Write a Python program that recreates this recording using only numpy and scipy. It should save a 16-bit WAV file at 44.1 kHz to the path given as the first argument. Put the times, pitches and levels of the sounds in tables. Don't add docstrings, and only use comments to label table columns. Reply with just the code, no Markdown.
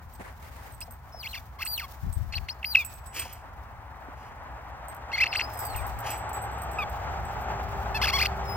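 import sys
import numpy as np
from scipy import signal
from scipy.fft import rfft, irfft
from scipy.io import wavfile
from scipy.ndimage import uniform_filter1d

SR = 44100
rng = np.random.default_rng(int(sys.argv[2]) if len(sys.argv) > 2 else 0)


def transcribe(signal):
    frames = np.atleast_2d(signal).T
    limited = np.clip(frames, -1, 1)
    pcm = np.round(limited * 32767).astype(np.int16)
    wavfile.write(sys.argv[1], SR, pcm)


N = 377496
EDGE_HZ = 16100
TIME, BINS = np.arange(N) / SR, np.fft.rfftfreq(N, 1 / SR)

# start, rise and fall in seconds, flatness of the crest,
# first, crest and last pitch in Hz, relative level of the rise, crest and fall in dB.
STROKES = [(0.811, 0.013, 0.017, 0.52, 2290, 4700, 5400, -41, -41, -33.5),
           (1.122, 0.0052, 0.13, 2.07, 5400, 5330, 2105.0, -41, -42.9, -41.5),
           (1.255, 0.045, 0.089, 1.21, 2182, 4230, 1148.0, -38.7, -44, -36.5),
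           (1.586, 0.042, 0.022, 0.6, 1037, 2757, 1315.0, -37.5, -32.5, -39.5),
           (1.655, 0.033, 0.17, 1.6, 1217, 4726.0, 1075.0, -33.5, -32.5, -36.0),
           (2.323, 0.042, 0.023, 1.15, 1270, 4596, 2258.0, -32.5, -33, -35.2),
           (2.484, 0.011, 0.038, 0.66, 1925, 4096, 5500.0, -37.5, -27.5, -36),
           (2.628, 0.0028, 0.0061, 0.92, 3200, 2700, 1900, -36, -42, -42),
           (2.642, 0.03, 0.075, 2.3, 1900, 4860, 3750, -27, -32.5, -36),
           (2.747, 0.008, 0.01, 0.95, 2970, 2580, 1700, -24.5, -13, -27.5),
           (2.767, 0.0353, 0.0357, 0.86, 1326, 1219.0, 1131.0, -16, -26.5, -34.5),
           (5.116, 0.029, 0.031, 1.74, 1303.0, 2198.0, 1304.0, -34.5, -31.5, -32.7),
           (5.168, 0.023, 0.012, 1.4, 1281.0, 2330, 2760.0, -30.6, -32, -33.5),
           (5.201, 0.032, 0.021, 1.04, 1968, 2731.0, 1200.0, -25, -23, -28),
           (5.256, 0.043, 0.047, 1.64, 1257.0, 5240, 1051.0, -26.5, -39.5, -28),
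           (5.347, 0.032, 0.029, 1.1, 1517.0, 4863.0, 1289.0, -26, -30.5, -26),
           (5.405, 0.029, 0.046, 1.97, 1220, 4970, 5255.0, -25.0, -34.6, -49),
           (5.479, 0.2624, 0.0676, 0.5, 5170, 4010, 1174.0, -50, -49, -41.5),
           (6.785, 0.0279, 0.028, 0.93, 1266, 1230, 1116.0, -25, -29.5, -27),
           (7.944, 0.021, 0.024, 1.07, 863, 881, 776.0, -23.5, -24.5, -29.5),
           (8.014, 0.03, 0.022, 1.16, 955, 1745, 896.0, -22, -17.5, -21.5),
           (8.069, 0.018, 0.023, 0.85, 1252, 2478.0, 1091.0, -20.5, -24.5, -21.5),
           (8.114, 0.047, 0.016, 1.4, 860, 1125, 999.0, -31.5, -21, -18),
           (8.175, 0.051, 0.018, 0.89, 996, 2523, 1145.0, -21, -27.5, -21),
           (8.245, 0.021, 0.0068, 0.81, 1172.0, 3850.0, 4998.0, -24.2, -30, -27),
           (8.44, 0.069, 0.063, 1, 5357.0, 5050, 5174.0, -45, -37, -38.5)]
# valid from in seconds,
# shading in dB at 1.2 kHz, at 5 kHz and at 14 kHz, rasp from 0 to 1.
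GRIP = [(.7, 0, 10, 0, 1), (1.0, -5, 2, 8, 0.3), (1.5, 16.5, 2, 15.5, 0.36), (2.2, 1, -1, -6, 1),
        (2.44, -2, 6, -6, 0.9), (2.58, -18, -14.5, -4, 0.07), (5.0, 6, -2, -5, 0.27),
        (5.23, 3, -12, -10, 0.4), (6.5, 7.5, -13.5, -3, 0.01), (7.8, 10, 4.5, 10, 0.4),
        (7.99, 6.5, 7, 6.5, 0.1), (8.35, 0, -6, 7, .2)]


def squeaker(tone_db=0, wheeze_db=-21):
    tone, leak = np.zeros((2, N))
    for start, *shape in STROKES:
        grip = [row[1:] for row in GRIP if row[0] <= start][-1]
        pitch, db = stroke(*shape)
        sound, air = reed(pitch, db, grip)
        add(tone, start, sound)
        add(leak, start, air)
    wheeze = leak * colour(rng.standard_normal(N), TUBE_COLOUR)
    return amp(tone_db) * tone + amp(wheeze_db) * wheeze


# pressure from 0 to 1, pitch in Hz, relative loudness in dB.
REED_RESPONSE = [(0.0, 778, -4), (0.111, 1053, -4), (0.29, 1301, -3), (0.382, 1591, -6.5), (0.467, 2149, 3),
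                 (0.556, 2627, 2.5), (0.613, 3005, 4.4), (0.667, 3850.0, -5.4), (0.78, 4512, 1.3),
                 (0.886, 5032, -5.5), (0.999, 5390, -12.5)]
CREST_FROM, CREST_FULL = 0.21, 0.92
START_S, STOP_S, SLACK_DB = 0.0044, 0.0098, -9
SKIP_HZ, SKIP_WIDTH_HZ, SKIP_DB = 3480, 260, -10


def stroke(rise, fall, flatness, first_hz, crest_hz, last_hz, rise_db, crest_db, fall_db):
    pressures, pitches, loudness = np.transpose(REED_RESPONSE)
    t = np.arange(-rise, fall, 1 / SR)
    rising = t < 0
    arch = np.cos(np.pi / 2 * abs(t / np.where(rising, rise, fall)) ** flatness) ** 2
    foot_hz = np.where(rising, first_hz, last_hz)
    foot_db = np.where(rising, rise_db, fall_db)
    foot_pressure = np.interp(foot_hz, pitches, pressures)
    crest_pressure = np.interp(crest_hz, pitches, pressures)
    pressure = (1 - arch) * foot_pressure + arch * crest_pressure
    pitch = np.interp(pressure, pressures, pitches)
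    way = (pitch - foot_hz) / (crest_hz - foot_hz + 1e-6)
    crest = np.interp(way, [CREST_FROM, CREST_FULL], [0, 1])
    skip = np.exp(-((pitch - SKIP_HZ) / SKIP_WIDTH_HZ) ** 2)
    slack = np.exp(-(t + rise) / START_S) + np.exp((t - fall) / STOP_S)
    slack *= 1 - np.clip(2 * pressure, 0, 1)
    db = foot_db + (crest_db - foot_db) * crest + np.interp(pressure, pressures, loudness)
    return pitch, db + SLACK_DB * slack + SKIP_DB * skip


# frequency in Hz, relative level in dB.
TUBE_COLOUR = [(800, -13), (1300, -13.5), (1750, -5), (2200, -5.5), (2450, -1), (2720, 0.5), (3050, -4),
               (3400, 0.5), (3850, -17), (4500, -7.5), (5250, -8), (6100, -15.5), (7300, -23.5),
               (8700, -19), (11000, -23.5), (13000, -7), (15000, -17.5)]
DOUBLING_HZ, DOUBLING_WIDTH_HZ, DOUBLING_DB = 2150, 500, -7


def reed(pitch, db, grip, jitter=0.0061, slide_jitter=0.019, flutter_db=2, rolloff=0.7,
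         break_hz=1900, slide_rate=20, ring=2.5, waver_db=1.5):
    low, upper, top, rasp = grip
    n = len(pitch)
    slide = abs(np.gradient(np.log(pitch))) * SR
    unsteady = np.tanh(uniform_filter1d(slide, size=400) / slide_rate)
    broken = np.clip(rasp * unsteady / (1 + (pitch / break_hz) ** 10), 0, .95)

    def slow_noise(hz):
        return unit(signal.lfilter(*signal.butter(2, hz, fs=SR), rng.standard_normal(SR)))[-n:]

    shake, flutter, waver = slow_noise(400), slow_noise(400), slow_noise(50)
    shake_depth = (jitter + slide_jitter * unsteady) * np.minimum(1500 / pitch, 1)
    pitch = pitch * (1 + shake_depth * shake)
    phase = 2 * np.pi * np.cumsum(pitch) / SR
    order = np.arange(1, 16.5, .5)[:, None]
    partial_hz = order * pitch
    doubling = np.exp(-((pitch - DOUBLING_HZ) / DOUBLING_WIDTH_HZ) ** 2)
    doubling *= amp(DOUBLING_DB) * np.sqrt(rasp)
    lips = [(1200, low), (2200, 0), (2900, 0), (5000, upper), (14000, top)]  # (Hz, dB)
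    partials = amp(at_hz(TUBE_COLOUR, partial_hz) + at_hz(lips, partial_hz)) / order ** rolloff
    partials *= partial_hz < EDGE_HZ
    partials *= np.where(order % 1, doubling, 1)
    tone = (partials * np.sin(order * phase)).sum(0)
    tone = steady(tone + ring * cavity(tone))
    strength = amp(db + flutter_db * unsteady * flutter + waver_db * waver)
    strength *= signal.windows.tukey(n, min(200 / n, 1))
    sound = np.sqrt(1 - broken) * tone + np.sqrt(broken) * chatter(SR // 2)[:n]
    leak = strength * (0.042 + 2 * rasp * unsteady)
    return strength * sound, leak


def chatter(count, slaps_per_s=900, air=.2):
    slaps = ((rng.random(count) < slaps_per_s / SR) + air) * rng.standard_normal(count)
    body = signal.butter(2, [1700, 6000], "band", fs=SR)
    return steady(signal.lfilter(*body, cavity(slaps)))


# frequency in Hz, width in Hz, relative level in dB.
CAVITY_MODES = [(2117, 80, 0), (2685, 165, 0.5), (4380, 120, 1.5), (5200, 1000, -12)]


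def cavity(x):
    return sum(amp(db) * signal.lfilter(*signal.iirpeak(hz, hz / width, fs=SR), x)
               for hz, width, db in CAVITY_MODES)


# frequency in Hz, relative level in dB, nominal 60 dB decay in seconds.
SMALL_TAG_MODES = [(8352, 0, .09), (8290, -7, .04), (8430, -6, .04), (14217, -8, .11)]
# frequency in Hz, relative level in dB, nominal 60 dB decay in seconds.
LARGE_TAG_MODES = [(5385, -18, .2), (7060, -19, .2), (7899, 0, .28), (9970, -20, .16), (12530, -13, .1)]
# frequency in Hz, relative level in dB, nominal 60 dB decay in seconds.
TAG_OVERTONES = [(12550, -2.5, 0.054), (13260, -6.5, 0.095), (14217, 0.5, 0.081), (14825, -9, 0.053),
                 (15290, -19, 0.051)]
# time in seconds, relative level in dB of small tag, large tag and bright tick.
CLINKS = [(0.1356, -56, -67, -55), (0.7213, -55, -65, -66), (0.741, -55, -70, -67), (0.806, -47, -73, -41),
          (0.909, -56, -77, -44.5), (1.65, -41, -52, -38), (2.1286, -50, -57, -46), (2.8488, -47, -37, -36),
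          (2.9382, -54, -55, -46.5), (3.061, -53.5, -47.5, -55), (3.1433, -56, -48, -45),
          (3.1942, -35, -54, -40), (3.3274, -52, -50, -41), (4.8842, -47, -63, -48),
          (4.9464, -59, -72, -44), (5.3577, -54, -51, -61), (5.536, -56, -56, -40), (5.5908, -50, -39, -34),
          (5.6512, -44, -63, -34.5), (5.763, -45, -45, -42), (5.8663, -60, -68, -38.5),
          (5.989, -58, -46, -37.5), (6.104, -48, -38.5, -37), (6.332, -69, -40.5, -42),
          (6.418, -50.5, -67, -63), (6.714, -60, -46, -44), (6.895, -67, -62, -46), (7.25, -60, -59, -51),
          (7.4113, -70, -70, -46)]


def tags(small_db=9.5, large_db=0, overtone_db=-2, tick_db=1, tick_s=0.0045, rebound=0.63, detune=0.00099):
    out, t = np.zeros((N, 2)), np.arange(SR // 3)[:, None] / SR
    bright = signal.butter(1, 10500, "high", fs=SR)
    for s, small, large, tick in CLINKS + jingles():
        for delay, force in ((0, 1), (rng.uniform(0.0029, 0.018), rebound)):
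            damping = np.exp(rng.normal(0, 0.36))
            stretch = 1 + detune * rng.standard_normal()
            noise = signal.lfilter(*bright, rng.standard_normal((len(t), 2)), axis=0)
            clink = amp(tick + tick_db) * noise * np.exp(-t / tick_s)
            for modes, db, shift in ((SMALL_TAG_MODES, small + small_db, stretch),
                                     (LARGE_TAG_MODES, large + large_db, 1),
                                     (TAG_OVERTONES, tick + overtone_db, stretch)):
                for hz, mode_db, t60 in modes:
                    decay = amp(db + mode_db + rng.normal(0, 2) - 60 * damping * t / t60)
                    turns = hz * shift * t + rng.random() + rng.normal(0, 0.11, 2)
                    clink += decay * np.sin(2 * np.pi * turns)
            add(out, s + delay, force * clink)
    return out.T


JINGLING = [(5.501, 5.78), (6.2, 6.64)]
JINGLE_DB, JINGLES_PER_S = (-58.5, -59, -47), 14


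def jingles(spread_db=4):
    slots = np.concatenate([np.arange(start, end, 1 / JINGLES_PER_S) for start, end in JINGLING])
    rows = []
    for slot, chance in zip(slots, rng.standard_normal((len(slots), 4))):
        time = slot + np.tanh(chance[0]) / 2 / JINGLES_PER_S
        rows.append((time, *(JINGLE_DB + spread_db * chance[1:])))
    return rows


# time in seconds, relative level in dB, centre in Hz.
KNOCKS = [(0.194, -24, 229), (0.199, -30.5, 560), (0.878, -36.5, 662), (1.143, -36, 766), (1.17, -38, 633),
          (3.254, -31, 720), (4.084, -33.5, 315)]


def knocks(knock_db=-2, decay_s=0.01, spread=1.26):
    out, t = np.zeros(N), np.arange(SR // 8) / SR
    for s, db, hz in KNOCKS:
        body = signal.butter(2, [hz / spread, hz * spread], "band", fs=SR)
        burst = 5 * rng.standard_normal(len(t)) * np.exp(-t / decay_s)
        add(out, s, amp(db + knock_db) * signal.lfilter(*body, burst))
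    return out


# start, attack, hold and release in seconds, relative level in dB.
SNORTS = [(3.115, .05, .025, 0.15, -38.5), (4.13, 0.05, .1, .1, -64), (6.015, .055, 0.051, .075, -41)]
# frequency in Hz, relative level in dB.
NOSE_COLOUR = [(180, -40), (300, -15), (774, -15), (1320, -13), (2610, -4), (3290, -7.5), (3700, -23),
               (4440, -11.5), (6620, -13.5), (7690, -20.5), (13800, -18.5), (16000, -24.5)]


def snorts(snort_db=3, flutter_db=2):
    rush = colour(rng.standard_normal(N), NOSE_COLOUR) * amp(flutter_db * wander(84))
    return amp(snort_db) * rush * swells(SNORTS)


# start, attack, hold and release in seconds, relative level in dB.
STIRRING = [(0.02, 0.078, 0.67, 0.43, -63.5), (1.1, 0.19, .03, 0.26, -56.5),
            (1.55, 0.29, 0.23, 0.85, -58.5), (2.6, 0.2, .03, 0.42, -57), (5.3, 0.29, .04, 0.65, -52.5),
            (6.6, 0.38, 0.47, 0.32, -65.5), (7.35, 0.37, 0.043, 1, -58.5), (8.0, 0.17, 0.074, 0.48, -58)]
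# frequency in Hz, relative level in dB.
GRASS_COLOUR = [(500, -9.5), (1500, -4), (3000, -1), (5500, -0.5), (8000, -4.5), (10500, -7.5),
                (13500, 2.5), (16000, 2)]
# start, attack, hold and release in seconds, relative level in dB.
NOSING = [(.195, 0.0026, 0.013, .03, -37.5), (.22, 0.03, 0.047, 0.032, -44), (.395, 0.014, .31, .05, -54),
          (4.912, 0.005, .01, 0.079, -52)]
# frequency in Hz, relative level in dB.
MUZZLE_COLOUR = [(200, -5), (500, 5.5), (1200, 3), (2100, 2.5), (3200, -14), (6000, -23), (9000, -15),
                 (16000, -40)]
RESTING_DB = -72.5


def grass(stir_db=4, nosing_db=0, snaps_per_s=900, size_db=3.0, swish=0.59, clump_db=3.5):
    sizes = amp(size_db * np.minimum(rng.exponential(1, N), 4.5))
    snaps = (rng.random(N) < snaps_per_s / SR) * sizes
    stalks = (snaps + swish) * rng.standard_normal((2, N)) * amp(clump_db * wander(35))
    stirring = (amp(RESTING_DB) + swells(STIRRING)) * colour(stalks, GRASS_COLOUR)
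    nosing = swells(NOSING) * colour(stalks, MUZZLE_COLOUR)
    return amp(stir_db) * stirring + amp(nosing_db) * nosing


# frequency in Hz, relative level in dB.
FAR_COLOUR = [(15, -53), (25, -25.5), (59, -2.5), (78, -5.5), (92, -10), (140, -16.5), (198, -26),
              (229, -22.5), (324, -29.5), (414, -31), (846, -16.5), (1320, -23), (1910, -28), (3440, -45.5),
              (9000, -59.5), (11700, -98.5), (19800, -120)]
# frequency in Hz, relative level in dB.
NEAR_COLOUR = [(15, -52), (25, -43), (59, -1.5), (74, -7.5), (301, -27.5), (394, -22.5), (504, -22.5),
               (826, -9), (1030, -19), (1220, -17), (2270, -29), (3710, -41), (7390, -45), (8160, -52.5),
               (9000, -84), (11700, -90), (19800, -120)]
# frequency in Hz, relative level in dB, rms pitch wander in Hz.
DRONE_LINES = [(65.9, 2.5, 1.006), (107.3, -1, 5.4)]
WHINE_HZ = 394.5
CREEP_DB_PER_S = 0.7851


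def traffic(roar_db=0.0, rumble_db=1, drone_db=-2, hiss_db=-72, waver_db=1.17):
    near, roar, rumble = np.clip((TIME - 3.8) / 3, 0, 1), 0, 0
    for spectrum, share in ((FAR_COLOUR, 1 - near), (NEAR_COLOUR, near)):
        noise = colour(air_pair(), spectrum)
        roar = roar + np.sqrt(share) * band(noise, 250, EDGE_HZ) / band(noise, 550, 1000).std()
        rumble = rumble + np.sqrt(share) * band(noise, 0, 250) / band(noise, 80, 200).std()
    roar = roar * approach(start=3, length=3.5, far_db=-55, near_db=-43)
    roar = roar * amp(roar_db + CREEP_DB_PER_S * TIME + waver_db * wander(18))
    rumble = rumble * approach(start=4.5, length=4, far_db=-53.5, near_db=-41.5) * amp(rumble_db)
    drone = 0
    for hz, db, width in DRONE_LINES:
        strength = amp(db + 2 * wander(4.8))
        drone = drone + strength * np.sin(2 * np.pi * np.cumsum(hz + width * wander(6.5)) / SR)
    drone = drone * approach(start=3.5, length=3, far_db=-57.5, near_db=-42.5) * amp(drone_db)
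    whine = np.sqrt(2) * np.sin(2 * np.pi * np.cumsum(WHINE_HZ + 4 * wander(12.6)) / SR)
    whine = whine * approach(start=6.5, length=1.3, far_db=-76.5, near_db=-48.5)
    hiss = amp(hiss_db) * rng.standard_normal((2, N))
    return roar + rumble + drone + whine + hiss


def approach(start, length, far_db, near_db):
    progress = np.sin(np.pi / 2 * np.clip((TIME - start) / length, 0, 1)) ** 2
    return amp(far_db + (near_db - far_db) * progress)


# frequency in Hz, coherence (held to 1 at most).
AIR_COHERENCE = [(60, 0.83), (130, 1), (290, 0.8), (640, 0.92), (1410, 0.51), (3100, 0.47), (6820, 2),
                 (15000, 2)]
# frequency in Hz, left minus right in dB.
AIR_BALANCE = [(60, 1.5), (180, 0), (550, 2.5), (1650, 0.5), (4970, 1.5), (15000, -2)]


def air_pair(lag_s=.00009):
    left, other = rfft(rng.standard_normal((2, N)))
    same = np.clip(at_hz(AIR_COHERENCE, BINS), -1, 1)
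    tilt = amp(at_hz(AIR_BALANCE, BINS) / 2)
    delayed = left * np.exp(-2j * np.pi * BINS * lag_s)
    right = same * delayed + np.sqrt(1 - same ** 2) * other
    return irfft(np.array([left * tilt, right / tilt]), N)


# start, attack, hold and release in seconds, relative level in dB.
GUSTS = [(2.015, 0.03, 0.056, 0.052, -21.5), (2.152, .02, .01, 0.16, -25.5),
         (2.34, .035, .005, 0.12, -34.5), (5.62, 0.11, .11, .25, -37)]
# frequency in Hz, relative level in dB.
BUFFET_COLOUR = [(12, -46), (20, -22), (43, -1), (91, 0.5), (307, -34.5), (371, -39), (400, -36),
                 (520, -69.5), (880, -120)]


def gusts(left_db=2.5, right_db=-16, lump_db=3):
    eddies = colour(rng.standard_normal((2, N)), BUFFET_COLOUR) * amp(lump_db * wander(5.5))
    return amp([[left_db], [right_db]]) * eddies * swells(GUSTS)


# frequency in Hz, left minus right in dB.
PORT_BALANCE = [(500, 2), (2700, 0.5), (3500, 0.5), (4900, 7), (6500, -1), (8200, -9.5), (9700, 1),
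                (12500, -7), (14300, 1.5)]
# frequency in Hz, lead of the left in radians.
PORT_PHASE = [(2700, 0.72), (3400, 1.2), (3800, 0.9), (4300, -2.5), (5000, -1.52), (6500, -2), (8200, -1.3),
              (12500, -2), (14300, -1.5)]


def ports(x):
    balance = amp(at_hz(PORT_BALANCE, BINS))
    phase = np.exp(.5j * at_hz(PORT_PHASE, BINS))
    level = np.sqrt(2 / (1 + balance ** 2))
    return irfft(rfft(x) * np.array([balance * phase, 1 / phase]) * level, N)


def yard(x, echo_db=-27, t60=0.55, fence_s=0.091, fence_db=-38):
    t = np.arange(SR // 2) / SR
    taps = rng.standard_normal((2, len(t))) * (rng.random((2, len(t))) < .05)
    taps *= amp(-60 * t / t60) * (t > .004)
    taps *= amp(echo_db) / np.linalg.norm(taps[0])
    taps[:, round(fence_s * SR)] += amp(fence_db)
    dulled = signal.lfilter(*signal.butter(1, 6000, fs=SR), taps)
    return signal.fftconvolve(x, dulled, axes=1)[:, :N]


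def swells(rows):
    total = 0
    for s, attack, hold, release, db in rows:
        onset = np.clip((TIME - s) / attack, 0, 1) ** 2
        fade = amp(-20 * np.maximum(TIME - s - attack - hold, 0) / release)
        total = total + amp(db) * onset * fade
    return total


def wander(rate):
    return unit(irfft(rfft(rng.standard_normal(N)) * np.exp(-(BINS / rate) ** 2), N))


def colour(x, spectrum):
    return unit(irfft(rfft(x) * amp(at_hz(spectrum, BINS)), N))


def band(x, lo_hz, hi_hz):
    return irfft(rfft(x) * ((BINS > lo_hz) & (BINS < hi_hz)), N)


def at_hz(points, hz):
    f, value = np.transpose(points)
    return np.interp(np.log(hz + 1), np.log(f + 1), value)


def steady(x):
    return x / np.sqrt(uniform_filter1d(x ** 2, size=220) + 1e-9)


def unit(x):
    return x / np.sqrt(np.mean(x ** 2) + 1e-20)


def amp(db):
    return 10 ** (np.asarray(db) / 20)


def add(mix, s, sound):
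    part = mix[max(round(s * SR), 0):][:len(sound)]
    part += sound[:len(part)]


def scene():
    dog = squeaker() + tags() + knocks() + snorts() + grass()
    return ports(dog) + yard(dog) + traffic() + gusts()


def record(dry):
    lowpass = signal.firwin(401, EDGE_HZ, window=("kaiser", 9), fs=SR)
    return signal.oaconvolve(dry, lowpass[None], "same")


dry = scene()
out = record(dry)
transcribe(out)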